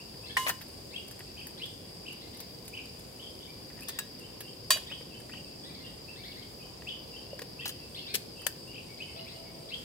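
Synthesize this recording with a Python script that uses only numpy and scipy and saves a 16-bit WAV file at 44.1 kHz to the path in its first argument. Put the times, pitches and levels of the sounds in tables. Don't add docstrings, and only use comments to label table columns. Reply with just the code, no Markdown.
import sys
import numpy as np
from scipy import signal
from scipy.io import wavfile
from scipy.ndimage import uniform_filter1d

SR = 44100
rng = np.random.default_rng(int(sys.argv[2]) if len(sys.argv) > 2 else 0)


def log_audio(samples):
    frames = np.atleast_2d(samples).T
    limited = np.clip(frames, -1, 1)
    pcm = np.round(limited * 32767).astype(np.int16)
    wavfile.write(sys.argv[1], SR, pcm)


def elevation(decibels):
    levels = np.asarray(decibels, float)
    return 10 ** (levels / 20)


N = 433944


def rms_one(x):
    return x / np.sqrt(np.mean(x ** 2) + 1e-20)


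def at_hz(points, hz):
    point_hz, value = np.transpose(points)
    return np.interp(np.log(hz), np.log(point_hz), value)


def time_axis(length_s):
    return np.arange(int(SR * length_s)) / SR


def progress(length_s):
    return np.arange(int(length_s * SR)) / (length_s * SR)


def drift(rate_hz):
    r = np.exp(-80 * np.pi * rate_hz / SR)
    white = rng.standard_normal(N // 40 + 2002)
    slow = signal.lfilter([1], [1, -2 * r, r * r], white)[2000:]
    return np.interp(np.arange(N) / 40, np.arange(len(slow)), rms_one(slow))


def band(x, low_hz, high_hz):
    sos = signal.butter(2, [low_hz, min(high_hz, .45 * SR)], "band", fs=SR, output="sos")
    return signal.sosfilt(sos, x)


def resonance(x, hz, width_hz):
    r = np.exp(-np.pi * width_hz / SR)
    zeros = np.array([1, 0, -1]) * (1 - r * r) / 2
    return signal.lfilter(zeros, [1, -2 * r * np.cos(2 * np.pi * hz / SR), r * r], x)


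def add(out, start_s, sound):
    at = round(start_s * SR)
    room = min(sound.shape[-1], N - at)
    out[..., at:at + room] += sound[..., :room]


def place(x, pan_db, left_lag):
    lag = round(left_lag)
    left = np.pad(x, (max(lag, 0), 64))[:len(x)]
    right = np.pad(x, (max(-lag, 0), 64))[:len(x)]
    return np.array([left * elevation(pan_db / 2), right * elevation(-pan_db / 2)])


def scatter(x, t60, delay_s):
    t = time_axis(.8)
    decay = elevation(-60 * t / t60) + 2.0 * elevation(-240 * t / t60)
    tail = rng.standard_normal((2, len(t))) * decay * (1 - np.exp(-t / delay_s))
    tail = tail / np.sqrt(np.sum(tail ** 2) / 2)
    return signal.fftconvolve(x[None], tail, axes=1)[:, :N]


# pitch_hz, likeness (0 to 1)
LIKENESS = [(30, 1), (125, 0.91), (250, 0.81), (500, 0.32), (1000, 0), (4000, 0.043), (16000, 0.081)]


def banded_noise(spectrum, patchy_db):
    out, edges = 0, 24 * 2 ** np.arange(0, 10, .5)
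    white = rng.standard_normal((2, 2, N))
    for k, (low, high) in enumerate(zip(edges, edges[1:])):
        hz = np.sqrt(low * high)
        mid, side = band(white[k % 2], low, high)
        alike = np.clip(at_hz(LIKENESS, hz), -1, 1)
        gain = elevation(at_hz(spectrum, hz) + patchy_db * drift(3.5))
        out = out + gain * (np.sqrt(1 + alike) * mid + np.sqrt(1 - alike) * side * [[1], [-1]])
    return rms_one(out)


# time_s, cicada_db, rumble_db, hiss_db
FOREST = [
    (0.0, -54, -51, -61.5),
    (9.7, -54, -50.5, -62.5),
    (9.84, -52, -50, -59),
]


def forest_swell():
    time_s, *levels = np.transpose(FOREST)
    return [elevation(np.interp(np.arange(N) / SR, time_s, level_db)) for level_db in levels]


# pitch_hz, level_db (per Hz)
RUMBLE = [(15, -59), (25, -9.5), (134, -4), (232, -7.5), (430, -7.5), (644, -14.5), (1010, -20),
          (1510, -34), (2120, -40), (2450, -30.5), (4000, -27), (5200, -82), (8800, -120)]


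def rumble():
    return elevation(2.0) * banded_noise(RUMBLE, 1.0)


# pitch_hz, level_db (per Hz)
HISS = [(900, -20), (2000, 4), (3500, 3), (6500, -9.5), (8500, 15.5), (12000, -13.5), (15500, 0)]


def leaf_hiss():
    return elevation([[6.5], [5.5]]) * banded_noise(HISS, .8)


# pitch_hz, width_hz, level_db
CICADA_BODY = [(4665, 256, 0.5), (4872, 350, 1.5), (5110, 400, -3)]
CICADA_PATTERN = [-24.5, -13, -4, -19]


def cicadas():
    cycle_hz = 26.24
    turns = np.cumsum(4 * cycle_hz * (1 + .006 * drift(.5))) / SR
    strength = elevation(np.array(CICADA_PATTERN)[turns.astype(int) % 4])
    buckle = strength * np.exp(-(turns % 1) / 0.27)
    chorus = 0.35 * elevation(1.0 * drift(2.9))
    drive = rng.standard_normal((2, N)) * (chorus + buckle)
    body = 0
    for k, (hz, width_hz, level_db) in enumerate(CICADA_BODY):
        body = body + elevation(level_db) * resonance(drive, hz, width_hz) * (-1) ** k
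    return elevation(3) * rms_one(band(body, 4450, 5610)) * elevation([[1.0], [-1.0]])


# first_chirp_s, last_chirp_s, level_db
KATYDID = [
    (.2, 2.1, -63.5),
    (4.19, 6.2, -64),
    (7.86, 9.8, -63.5),
]


def katydid():
    pitch_hz, period_s, chirp_s = 8470, 0.237, 0.14
    t, gate = np.arange(N) / SR, np.zeros(N)
    for first_s, last_s, level_db in KATYDID:
        u = (t - first_s) % period_s / chirp_s
        swell = np.sin(np.pi * np.minimum(u, 1)) ** 0.21
        gate += elevation(level_db) * (t > first_s) * (t < last_s) * swell
    rasp = resonance(resonance(rng.standard_normal((2, N)), pitch_hz, 330), pitch_hz, 330)
    return gate * rms_one(rasp) * elevation([[-1.5], [1.5]])


def glide(length_s, from_hz, to_hz, bend, kick=0):
    u = progress(length_s)
    unsteady = 1 + 0.014 * uniform_filter1d(rng.standard_normal(len(u)), size=200) * 14
    goal_hz = to_hz * (1 - kick + kick * u ** 7.5)
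    approach_hz = (from_hz - to_hz * (1 - kick)) * (1 - u) ** bend
    return 2 * np.pi * np.cumsum((goal_hz + approach_hz) * unsteady) / SR, u


def whip(length_s, from_hz, to_hz, level_db, late):
    phase, u = glide(length_s, from_hz, to_hz, 1.12, kick=.05 * (late > 2))
    beads = 1 + 0.5 * np.sin(2 * np.pi * 52 * length_s * u + rng.uniform(0, 2 * np.pi))
    swell = np.sin(np.pi * u ** late) ** 0.85 + 0.15 * np.sin(np.pi * u) ** .5
    grain = 1 + 5.5 * uniform_filter1d(rng.standard_normal(len(u)), size=70) * u
    return elevation(level_db + 6.5) * swell * beads * grain * np.sin(phase)


# start_s, length_s, from_hz, to_hz, level_db
LONG_WHIPS = [(.905, .068, 1550, 3550, -48), (1.582, .064, 1800, 3650, -46), (3.792, .05, 2100, 2900, -55),
              (4.876, .066, 1700, 3500, -48), (6.848, .047, 1600, 3550, -46),
              (7.946, .052, 1750, 3500, -51), (8.972, .06, 1800, 3200, -48), (9.148, .054, 2080, 3000, -56),
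              (9.23, .06, 1610, 2810, -57), (9.688, .064, 1650, 3700, -45)]


def long_whips(out):
    for start_s, *stroke in LONG_WHIPS:
        add(out, start_s, whip(*stroke, late=3.0))


# start_s, length_s, from_hz, to_hz, level_db
STROKES = [
    (.287, .015, 3550, 3100, -55),
    (.301, .016, 3100, 3600, -53),
    (3.19, .025, 2300, 3900, -57),
    (6.231, .012, 3750, 3150, -55),
    (6.31, .022, 4300, 2500, -56),
    (6.42, .013, 4000, 3000, -58),
    (6.893, .045, 2950, 3120, -49),
    (.968, .022, 2300, 3100, -50),
]


def lone_strokes(out):
    for start_s, *stroke in STROKES:
        add(out, start_s, whip(*stroke, late=1.2))


# start_s, first_stroke_s, from_hz, to_hz, level_db
QUICK_WHIPS = [(1.364, .022, 2200, 3300, -53), (2.051, .023, 2230, 3200, -51),
               (2.722, .038, 2000, 3200, -49), (3.213, .024, 2900, 3600, -54),
               (3.399, .022, 2700, 3800, -57), (5.312, .03, 2250, 3150, -54),
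               (7.584, .034, 2250, 3450, -49), (8.729, .024, 2200, 3300, -52)]


def quick_whips(out):
    stroke_s = .021
    for start_s, first_s, from_hz, to_hz, level_db in QUICK_WHIPS:
        second_s = start_s + first_s
        add(out, start_s, whip(first_s, from_hz, to_hz, level_db - 1.5, late=1.2))
        add(out, second_s, whip(stroke_s, from_hz, to_hz, level_db, late=1.2))
        add(out, second_s + stroke_s, whip(stroke_s, from_hz, .94 * to_hz, level_db, late=1.2))


def pipe(length_s, from_hz, to_hz, level_db, octave_db):
    phase, u = glide(length_s, from_hz, to_hz, 5.0)
    hoarse = 1 + .35 * rng.standard_normal(len(u) // 60 + 1).repeat(60)[:len(u)]
    octave = elevation(octave_db) * hoarse * 1.8 * (1 - u) ** 1.3 * np.sin(2 * phase)
    tone = (.6 + .4 * hoarse) * np.sin(phase)
    return elevation(level_db + 6.5) * np.sin(np.pi * u) ** 0.15 * (tone + octave)


# start_s, length_s, held_hz, level_db, octave_db
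RASPS = [(0.256, .06, 2220, -63, 10.5), (.905, .04, 2200, -66, 11), (1.574, .05, 2100, -63, 12),
         (2.21, .051, 2117, -64, 9), (2.331, .035, 2095, -63.5, 6), (2.392, .034, 2180, -64, 6),
         (3.875, .04, 2034, -57.5, 6), (3.93, .06, 1865, -60, 6), (4.868, .041, 1905, -61.5, 12),
         (5.637, .06, 1990, -64, 11.5), (5.688, .027, 2410, -61, 7), (5.745, .026, 2230, -60.5, 9.5),
         (5.791, .04, 2110, -64, 9), (5.85, .039, 1960, -65, 7), (6.157, .089, 2290, -59.5, 3),
         (6.236, .082, 2217, -57, 5.5), (6.357, .071, 2186, -58.5, 2), (7.946, .064, 2180, -65.5, 18),
         (8.069, .079, 2183, -62, 15), (8.973, .057, 2200, -68, 9), (9.16, .07, 2130, -66.5, 12),
         (9.278, .082, 2108, -67, 12), (9.687, .042, 2140, -62.5, 12.5)]


def rasps(out):
    for start_s, length_s, held_hz, level_db, octave_db in RASPS:
        add(out, start_s, pipe(length_s, 1520, held_hz, level_db, octave_db))


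# start_s, length_s, held_hz, level_db
PIPS = [(0, .014, 2740, -51), (0.234, .028, 2700, -52.5), (0.294, .032, 1750, -54), (.312, .03, 3570, -56),
        (3.472, .04, 2340, -60), (4.408, .03, 2750, -62), (5.283, .038, 1920, -63),
        (6.083, .024, 2700, -48.5), (7.304, .03, 2890, -57), (7.61, .04, 1950, -56),
        (8.08, .055, 2440, -54), (8.087, .041, 1600, -61), (8.669, .045, 2875, -54.5),
        (8.884, .05, 2270, -60)]


def pips(out):
    for start_s, length_s, held_hz, level_db in PIPS:
        add(out, start_s, pipe(length_s, .91 * held_hz, held_hz, level_db, octave_db=-30))


# start_s, held_hz, level_db
WHISTLES = [(1.262, 2660, -61), (5.447, 2640, -60), (7.2, 2750, -63), (7.803, 2665, -57.5),
            (8.021, 2710, -52.5), (8.402, 2640, -58), (9.08, 2180, -58), (9.341, 2930, -58.5),
            (9.45, 2205, -61)]


def whistles(out):
    for start_s, held_hz, level_db in WHISTLES:
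        add(out, start_s, pipe(.045, 1.03 * held_hz, held_hz, level_db, octave_db=-30))


# start_s, length_s, level_db
COOS = [
    (9.152, .097, -54),
    (9.348, .12, -57.5),
    (9.525, .19, -60.5),
]


def coos(out):
    coo_hz = 662
    for start_s, length_s, level_db in COOS:
        add(out, start_s, pipe(length_s, .97 * coo_hz, coo_hz, level_db, octave_db=-14))


# start_s, length_s, low_hz, top_hz, level_db
HOOKS = [(4.198, .06, 2700, 3120, -54), (4.432, .066, 2750, 3160, -54), (5.102, .064, 2640, 3100, -53),
         (5.828, .056, 2750, 3250, -51), (6.588, .062, 2500, 3150, -56), (7.123, .062, 2700, 3200, -50),
         (8.354, .06, 2650, 3200, -52), (9.066, .044, 2600, 3060, -53)]
# progress (0 to 1), height (0 low to 1 top), level_db
HOOK = [
    (0, .55, -8),
    (.3, .05, -3),
    (.58, 0, -1.5),
    (.76, 1, 3.5),
    (1, .45, -8),
]


def hooks(out):
    turns, height, swell_db = np.transpose(HOOK)
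    for start_s, length_s, low_hz, top_hz, level_db in HOOKS:
        u = progress(length_s)
        phase = 2 * np.pi * np.cumsum(low_hz + (top_hz - low_hz) * np.interp(u, turns, height)) / SR
        beads = 1 + .4 * np.sin(2 * np.pi * 4.5 * u + rng.uniform(0, 2 * np.pi))
        level = elevation(level_db + 6.5 + np.interp(u, turns, swell_db))
        add(out, start_s, level * np.sin(np.pi * u) ** .3 * beads * np.sin(phase))


def birds():
    whips, pipes = np.zeros(N), np.zeros(N)
    for whip_call in (long_whips, lone_strokes, quick_whips):
        whip_call(whips)
    for pipe_call in (hooks, rasps, pips, whistles, coos):
        pipe_call(pipes)
    throat = 1.7 * resonance(whips, 3200, 1550)
    direct = elevation(-1.6) * place(throat, 4, 18) + elevation(-3.5) * place(pipes, 3, -18)
    return direct + elevation(-1.1) * scatter(throat, 0.66, 0.004) + elevation(-2.5) * scatter(pipes, 0.55, 0.016)


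# start_s, level_db, pitch_hz, t60_s
THUDS = [(0.463, -43, 615, 0.065), (4.703, -37.5, 632, 0.098), (4.762, -35.5, 614, 0.034),
         (4.913, -45, 556, 0.053), (5.012, -41.5, 470, 0.046), (7.333, -31.5, 563, 0.027),
         (7.4185, -35, 482, 0.026), (8.146, -35.5, 413, 0.033), (8.466, -32.5, 568, 0.022)]


def thuds():
    out, t = np.zeros(N), time_axis(.2)
    for start_s, level_db, pitch_hz, t60_s in THUDS:
        decay = elevation(level_db + 5.5 - 60 * t / t60_s) * (1 - np.exp(-t / 0.0013))
        add(out, start_s - .002, decay * np.sin(2 * np.pi * pitch_hz * t))
    return place(out, 1.0, 0)


# start_s, level_db, hand_damps_after_s, jangle_db, jangle_t60_s
BLOWS = [
    (0.3682, -24, .19, -9, 0.57),
    (3.987, -36.5, 0.048, -12, .12),
    (4.7047, -19, 0.062, 2, 0.15),
]
POT_HZ = [1037, 1062, 1680, 1850, 2089, 2484, 2724, 2933, 3147, 3275, 3844, 4391, 4674, 5233, 5620, 6270,
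          6907, 7816, 8333, 9346, 9734, 11340, 11960, 12780, 13480]
# t60_s, first_blow_db, second_blow_db, third_blow_db
POT = [(0.47, -3, -28, -35), (.05, -11, -14, 2), (0.16, -12, -2.5, -20), (.04, 8, -8, -5),
       (0.24, -11.5, -27, -33), (0.29, -32, -21, -12.5), (0.2, -23, -10, -25), (0.79, -13, -25, -16),
       (0.17, -27, -25, -17), (0.3, -23, -25, -11), (0.3, -21, -10, -13.5), (0.08, -21, -9, -4),
       (0.28, -30, -15, -3), (0.25, -21, -15, -29), (0.092, -28, -16, -13), (0.43, -24, -25, -32),
       (0.11, -24, -23, -4.5), (0.1, -17, -2, -7), (0.13, -20, -12, -18), (.12, -35, -25, -9),
       (.13, -29, -25, -19), (0.037, -22, -25, -28), (0.042, -30, -25, -26), (.12, -30, -25, -21),
       (.1, -30, -25, -20)]


def pot():
    pan_db, rattle, wash_db = [1.5, 1.5, -.3], [.3, .3, .4], [-14, -13, -6]
    out, t = np.zeros((2, N)), time_axis(.4)
    for k, (start_s, blow_db, damp_s, jangle_db, jangle_t60_s) in enumerate(BLOWS):
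        damped = elevation(blow_db - 380 * np.maximum(t - damp_s, 0))
        blow = elevation(pan_db[k] * np.array([[.5], [-.5]])) * damped * (1 - np.exp(-t / 0.00038))
        for hz, (t60_s, *levels_db) in zip(POT_HZ, POT):
            phase, side_phase = rng.uniform(0, 2 * np.pi), rng.normal(0, 0.48, (2, 1))
            beat = 1 + .2 * np.sin(2 * np.pi * rng.uniform(8, 30) * t + phase)
            chatter = rms_one(uniform_filter1d(rng.standard_normal(len(t)), size=250))
            beat = beat + rattle[k] * (2000 < hz < 4000) * chatter
            ring = np.sin(2 * np.pi * hz * t + phase + side_phase)
            add(out, start_s, blow * beat * elevation(levels_db[k] - 60 * t / t60_s) * ring)
        jangle = band(rng.standard_normal((2, len(t))), 1800, 12400)
        add(out, start_s, blow * elevation(jangle_db - 60 * t / jangle_t60_s) * jangle)
        wash = resonance(rng.standard_normal((2, len(t))), 3250, 700)
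        add(out, start_s, elevation(blow_db + wash_db[k] - 110 * t) * wash)
    return out


def embers():
    born = rng.random(N) < 6 / SR
    swell = signal.lfilter([1], [1, -.993], elevation(-57) * born)
    return band(swell * rng.standard_normal((2, N)), 2330, 22000)


def snap(out, start_s, top_db, wood_db, middle_db, t60_s, pan_db):
    t = time_axis(.2)
    white = rng.standard_normal((2, len(t)))
    grains = white * elevation(2.3 * rng.standard_normal(len(t) // 16 + 1).repeat(16)[:len(t)])
    burst = grains * (1 - np.exp(-t / 0.00073)) * elevation(-60 * t / max(t60_s, .004))
    top = band(burst, 4000, 14200) + elevation(middle_db) * band(burst, 2140, 5720)
    wood = band(burst, 740, 3320) + 2.17 * resonance(burst, 1800, 216)
    mid, side = elevation(top_db - 4) * top + elevation(wood_db + 5.5) * wood
    add(out, start_s - .0005, place(mid, pan_db, -3.0 * pan_db) + 0.17 * side * [[1], [-1]])


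# start_s, wood_db
TAPS = [(0.139, -51), (0.6104, -43), (1.2044, -41.5), (3.7013, -46.5), (3.7754, -51), (3.79, -46),
        (4.9134, -40), (5.0082, -48), (5.2947, -44), (5.3363, -41.5)]


def taps(out):
    for start_s, wood_db in TAPS:
        snap(out, start_s, -45, wood_db, middle_db=-2, t60_s=.048, pan_db=0.5)


# start_s, top_db, wood_db
TICKS = [(0.683, -41, -56), (1.08, -38, -60), (1.1109, -33.5, -47), (1.1912, -37, -46), (1.4017, -44, -56),
         (1.6571, -36, -51), (2.1261, -36.5, -58), (2.3441, -41, -58), (2.371, -37, -59),
         (2.6529, -40, -64), (2.679, -30, -56), (2.8544, -40, -57), (2.9921, -38, -57), (3.8063, -37, -52),
         (3.822, -37, -59), (3.8297, -35, -53), (4.1939, -38.5, -67), (5.2018, -39.5, -49.5),
         (8.4173, -39, -49), (8.6744, -46, -61)]


def ticks(out):
    for start_s, top_db, wood_db in TICKS:
        snap(out, start_s, top_db, wood_db, middle_db=-2, t60_s=.048, pan_db=1.2)


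# start_s, top_db, wood_db, t60_s
CRACKS = [
    (6.8208, -47, -43, .03),
    (7.391, -27, -33, .03),
    (7.4185, -24, -35, .027),
]


def cracks(out):
    for start_s, top_db, wood_db, t60_s in CRACKS:
        snap(out, start_s, top_db, wood_db, middle_db=1.5, t60_s=t60_s, pan_db=0.5)


# start_s, top_db (4-14 kHz), wood_db (0.7-3.3 kHz), middle_db (over top), pan_db
POPS = [(0.3693, -28, -21.5, 2, 2.5), (0.4651, -28, -24, -9, 3.5), (0.4724, -27, -27, 6, 2),
        (0.482, -18, -26, -2.5, 4.5), (0.4912, -17.5, -28, -4, 2), (0.4968, -22, -26, 5, 1),
        (0.614, -34, -44.5, 4, 1), (1.4685, -31, -45, -7, 1), (2.402, -29, -50, -2, 1),
        (3.8841, -23, -41, -2, 3), (3.8916, -24, -42, -2.5, -0.5), (3.9881, -18.5, -31.5, 1, 2),
        (4.4051, -28.5, -42, 0, -1), (4.7051, -13, -19.5, 7, 0), (4.7707, -30, -37.5, 2, -1.5),
        (7.656, -25, -33, 9, 2), (7.6782, -25, -51, -9, 2.5), (7.692, -27, -44, 3, 2),
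        (8.1404, -23, -44, 5, 3.5), (8.1446, -19, -45, 6, 8), (8.1524, -20, -37, -12, 2),
        (8.1527, -16.5, -48, 4, 4), (8.4659, -11, -25, 1, 9.5)]


def pops(out):
    for start_s, top_db, wood_db, middle_db, pan_db in POPS:
        t60_s = min(.03 - .0022 * (top_db + 10), .062)
        snap(out, start_s, top_db, wood_db, middle_db, t60_s, pan_db)


def fire():
    out = embers()
    for kind in (taps, ticks, cracks, pops):
        kind(out)
    return out


def scene():
    cicada_gain, rumble_gain, hiss_gain = forest_swell()
    air = rumble_gain * rumble() + hiss_gain * leaf_hiss()
    insects = cicada_gain * cicadas() + katydid()
    near = thuds() + pot() + fire()
    return near + elevation(-11.5) * scatter(near.mean(axis=0), 0.42, 0.0033) + birds() + insects + air


def roll_off(x):
    return signal.sosfilt(signal.butter(12, 16390, fs=SR, output="sos"), x)


def record(dry):
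    bass_cut = signal.butter(3, 48.6, "high", fs=SR, output="sos")
    top_cut = signal.cheby2(10, 50, 16740, fs=SR, output="sos")
    mix = signal.sosfilt(top_cut, signal.sosfilt(bass_cut, dry))
    return roll_off(mix)


dry = scene()
out = record(dry)
log_audio(out)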